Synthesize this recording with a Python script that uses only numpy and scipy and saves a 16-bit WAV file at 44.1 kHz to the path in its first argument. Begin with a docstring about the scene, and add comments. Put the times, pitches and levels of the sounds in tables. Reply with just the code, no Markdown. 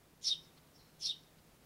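"""A paved, walled garden yard: a small sparrow-like bird chirps twice, and a fainter chirp answers from
far off. The two sides of the syrinx sound together: a high voice falls and arches, while a low one rises
and settles on a clear whistle. Paving and walls return the chirps as echoes and reverberation.
Behind them lie a soft outdoor rumble with a faint low tone in it, and a few tiny rustles."""
import sys
import numpy as np
from scipy import signal
from scipy.fft import rfft, irfft, next_fast_len
from scipy.io import wavfile

SR = 44100
rng = np.random.default_rng(int(sys.argv[2]) if len(sys.argv) > 2 else 0)


def generate_wav(signal):
    """Clip the signal to [-1, 1] and save it as 16-bit WAV at the path in sys.argv[1]."""
    frames = np.transpose(np.atleast_2d(signal))
    scaled = np.clip(frames, -1, 1) * 32767
    pcm = np.round(scaled).astype(np.int16)
    wavfile.write(sys.argv[1], SR, pcm)


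N = 72765
TIME = np.arange(N) / SR


def from_db(db):
    """Amplitude ratio of a level in decibels."""
    return 10 ** (np.asarray(db) / 20)


def rms_one(x):
    """Normalisation to an rms of 1."""
    return x / np.sqrt(np.mean(x ** 2) + 1e-20)


def drift(rate_hz):
    """Low-pass filtered noise: a smooth random fluctuation of rms 1."""
    pole = np.exp(-2 * np.pi * rate_hz / SR)
    return rms_one(signal.lfilter([1], [1, -2 * pole, pole * pole], rng.standard_normal(2 * N))[N:])


def noise(spectrum):
    """Spectral shaping: white noise weighted by the given spectrum, at rms 1."""
    hz, db = np.transpose(spectrum)
    bins = np.maximum(np.fft.rfftfreq(N, 1 / SR), 1)
    gain = from_db(np.interp(np.log(bins), np.log(hz), db))
    return rms_one(irfft(rfft(rng.standard_normal(N)) * gain, N))


def delayed(x, s):
    """Propagation delay of s seconds: a phase lag proportional to frequency."""
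    size = next_fast_len(N + SR)
    lag = np.exp(-2j * np.pi * s * np.fft.rfftfreq(size, 1 / SR))
    return irfft(rfft(x, size) * lag, size)[:N]


def scatter(x, t60_s, onset_s=.0067):
    """Diffuse reverberation: dense reflections of unit energy build up, then decay exponentially."""
    t = TIME[:SR]
    build_up = 1 - np.exp(-(t / onset_s) ** 2)
    tail = rng.standard_normal(SR) * from_db(-60 * t / t60_s) * build_up
    return signal.fftconvolve(x, tail / np.sqrt(np.sum(tail ** 2)))[:N]


# Spectrum of the rumble. Each row: frequency in Hz, relative spectral density in dB.
RUMBLE_SPECTRUM = [(20, -6.5), (40, 0), (70, -0.5), (130, 0), (250, -2), (500, -6.5), (1000, -11.5),
                   (2000, -15.5), (4000, -18.5), (8000, -21.5), (15500, -22)]
# Envelope of the rumble. Each row: time in seconds, relative level in dB.
RUMBLE_LEVELS = [(0.0, -70), (0.22, -70.5), (0.44, -68.5), (1.152, -69.5), (1.57, -68.5), (1.576, -70.5),
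                 (1.65, -68)]

def rumble(gain_db=4.5):
    """Ambient noise: distant rumble and hiss, densest at low frequencies."""
    return from_db(np.interp(TIME, *np.transpose(RUMBLE_LEVELS)) + gain_db) * noise(RUMBLE_SPECTRUM)


# Swells of the low tone in the rumble. Each row: time in seconds, relative level in dB.
LOW_TONE_SWELLS = [(0.0, -81), (0.058, -70.5), (0.33, -74), (0.372, -64.5), (0.726, -80), (0.858, -70),
                   (0.882, -82), (0.922, -68), (1.65, -76)]

def low_tone(hz=156.4, wander=.0117, gain_db=-1, waver_db=.5):
    """Amplitude modulation: a faint low tone in the rumble swells and fades at set, irregular times."""
    phase = 2 * np.pi * np.cumsum(hz * (1 + wander * drift(7.5))) / SR
    db = np.interp(TIME, *np.transpose(LOW_TONE_SWELLS)) + gain_db + waver_db * drift(7)
    return from_db(db) * np.sqrt(2) * np.sin(phase)


# Spectrum of a rustle. Each row: frequency in Hz, relative spectral density in dB.
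RUSTLE_SPECTRUM = [(1000, -10), (2800, 0), (4300, 5), (6200, -11), (8000, -16), (15000, -29)]
# A few tiny rustles. Each row: peak time in seconds, level in dB.
RUSTLE_PUFFS = [(0.579, -64.5), (.636, -74), (.672, -80), (1.389, -71.5)]

def rustles(width_s=.0066):
    """Noise bursts: Gaussian envelopes shape bright noise into tiny soft puffs."""
    envelope = sum(from_db(db) * np.exp(-.5 * ((TIME - s) / width_s) ** 2) for s, db in RUSTLE_PUFFS)
    return envelope * noise(RUSTLE_SPECTRUM)


def voice(rows, rasp, rasp_rate_hz=762, flutter_db=3.5):
    """Phase and envelope of one side of the syrinx; fast random modulation makes its glide rasp."""
    s, hz, db = np.transpose(rows)
    pitch = np.interp(TIME, s, hz) * (1 + rasp * drift(rasp_rate_hz))
    level = from_db(np.interp(TIME, s, db) + flutter_db * np.tanh(drift(rasp_rate_hz)))
    return 2 * np.pi * np.cumsum(pitch) / SR, level * (TIME > s[0]) * (TIME < s[-1])


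# Glide of the far chirp. Each row: time in seconds, pitch in Hz, relative level in dB.
FAR_GLIDE = [(.735, 6020, -78), (.752, 5185, -64.5), (.766, 5630, -56), (.780, 5000, -77),
             (.792, 4385, -61.5), (.822, 4046, -63), (.845, 4000, -82)]

def far_bird(direct_db=-4.5, reverberant_db=-5.5):
    """A faint falling chirp: at a distance, reverberation nearly equals the direct sound."""
    phase, level = voice(FAR_GLIDE, rasp=.05)
    call = level * np.sin(phase)
    return from_db(direct_db) * call + from_db(reverberant_db) * scatter(call, t60_s=.74)


# Echoes off paving, walls and a far house front. Each row: delay in seconds, gain in dB.
YARD_ECHOES = [(.0113, -1), (.0205, -13.5), (.036, -20), (.176, -33)]

def yard(x, comb_spacing_hz=1821, paving_db=-8.5):
    """Reflection: the bounce off the paving comb-filters the direct sound; echoes and scatter follow."""
    coloured = x + from_db(paving_db) * delayed(x, 1 / comb_spacing_hz)
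    echoes = sum(from_db(db) * delayed(x, s) for s, db in YARD_ECHOES)
    near_walls = from_db(-4.5) * scatter(x, t60_s=.18)
    far_walls = from_db(-22) * scatter(x, t60_s=.44, onset_s=.057)
    return coloured + echoes + near_walls + far_walls


# Spectrum of air through the beak. Each row: frequency in Hz, relative spectral density in dB.
BREATH_SPECTRUM = [(1200, -33), (2200, -8), (3200, 3.5), (5500, 2.5), (7000, -8), (9500, -1.5),
                   (12000, -16.5), (15500, -22)]

def breath(high, low, reference_db=-33, air_db=-18.5, exponent=.58):
    """Flow noise in the beak grows as a power of the voices' amplitude."""
    drive = np.hypot(high, from_db(-16.5) * low)   # the low voice stirs less air
    effort = (drive / from_db(reference_db)) ** exponent
    return from_db(reference_db + air_db) * effort * noise(BREATH_SPECTRUM)


# Glides of the two voices, one per chirp. Each row: time in seconds, pitch in Hz, relative level in dB.
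HIGH_GLIDES = [
    [(.212, 7200, -65), (.228, 6430, -54.5), (.246, 5650, -40.5), (.265, 5100, -40), (.270, 5300, -29.5),
     (.2755, 5800, -35), (.281, 4700, -36), (.288, 5450, -42), (.299, 5050, -47), (.309, 4700, -60)],
    [(.990, 6786, -73), (1.006, 6160, -54), (1.022, 5500, -45), (1.033, 5400, -40.5), (1.043, 5050, -49.5),
     (1.053, 5350, -37), (1.060, 5650, -36), (1.067, 4800, -48.5), (1.080, 5400, -46.5), (1.090, 4800, -56)],
]
LOW_GLIDES = [
    [(.215, 3386, -83), (.247, 3400, -51.5), (.259, 4350, -43), (.268, 4750, -41), (.279, 4000, -36),
     (.298, 3600, -47.5), (.307, 3687, -33.5), (.319, 3738, -33), (.326, 3683, -38.5), (.331, 3000, -42.5),
     (.341, 2850, -52.5)],
    [(.998, 3500, -75), (1.028, 2950, -55), (1.040, 4450, -40.5), (1.051, 4700, -41.5),
     (1.066, 4026, -41.5), (1.084, 3550, -50), (1.098, 3653, -33), (1.108, 3808, -43.5), (1.114, 3050, -43),
     (1.126, 2850, -60)],
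]
# Rasp, hoarse at first and clearing for the whistle.
# Each row: time into the chirp in seconds, rms wobble as a fraction of the pitch.
RASP_DEPTHS = [(0, .06), (.035, 0.096), (.060, .016), (.078, 0.086), (.104, .015), (.125, .045)]
# Onset of the rasp curve. Each entry: start in seconds for one chirp.
RASP_STARTS = [0.2087, .99]

def chirp(high_rows, low_rows, start, throat_band_hz=(2820, 6700)):
    """Biphonation: two voices filtered by the throat, with octaves, combination tones and breath."""
    rasp = np.interp(TIME - start, *np.transpose(RASP_DEPTHS))
    high_phase, high = voice(high_rows, rasp)
    low_phase, low = voice(low_rows, rasp)
    throat = signal.butter(4, throat_band_hz, "band", fs=SR, output="sos")
    tones = signal.sosfilt(throat, high * np.sin(high_phase) + low * np.sin(low_phase) + 1e-18)
    high_octave = from_db(-31.5) * high * np.sin(2 * high_phase)
    low_octave = from_db(-36.5) * low * np.sin(2 * low_phase)
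    sum_tone = from_db(-25.5) * np.sin(high_phase + low_phase)
    difference_tone = from_db(-35) * np.sin(high_phase - low_phase)
    combination = np.sqrt(high * low) * (sum_tone + difference_tone)
    return tones + high_octave + low_octave + combination + breath(high, low)


def scene():
    """Superposition of the near bird in its yard, the far bird and the background, in one channel."""
    bird = sum(chirp(*parts) for parts in zip(HIGH_GLIDES, LOW_GLIDES, RASP_STARTS))
    return (yard(bird) + far_bird() + rustles() + rumble() + low_tone())[None]


def record(dry, cutoff_hz=15750):
    """Band limiting: an elliptic low-pass filter cuts the highest treble steeply."""
    return signal.sosfilt(signal.ellip(12, .1, 70, cutoff_hz, fs=SR, output="sos"), dry)


dry = scene()
out = record(dry)
generate_wav(out)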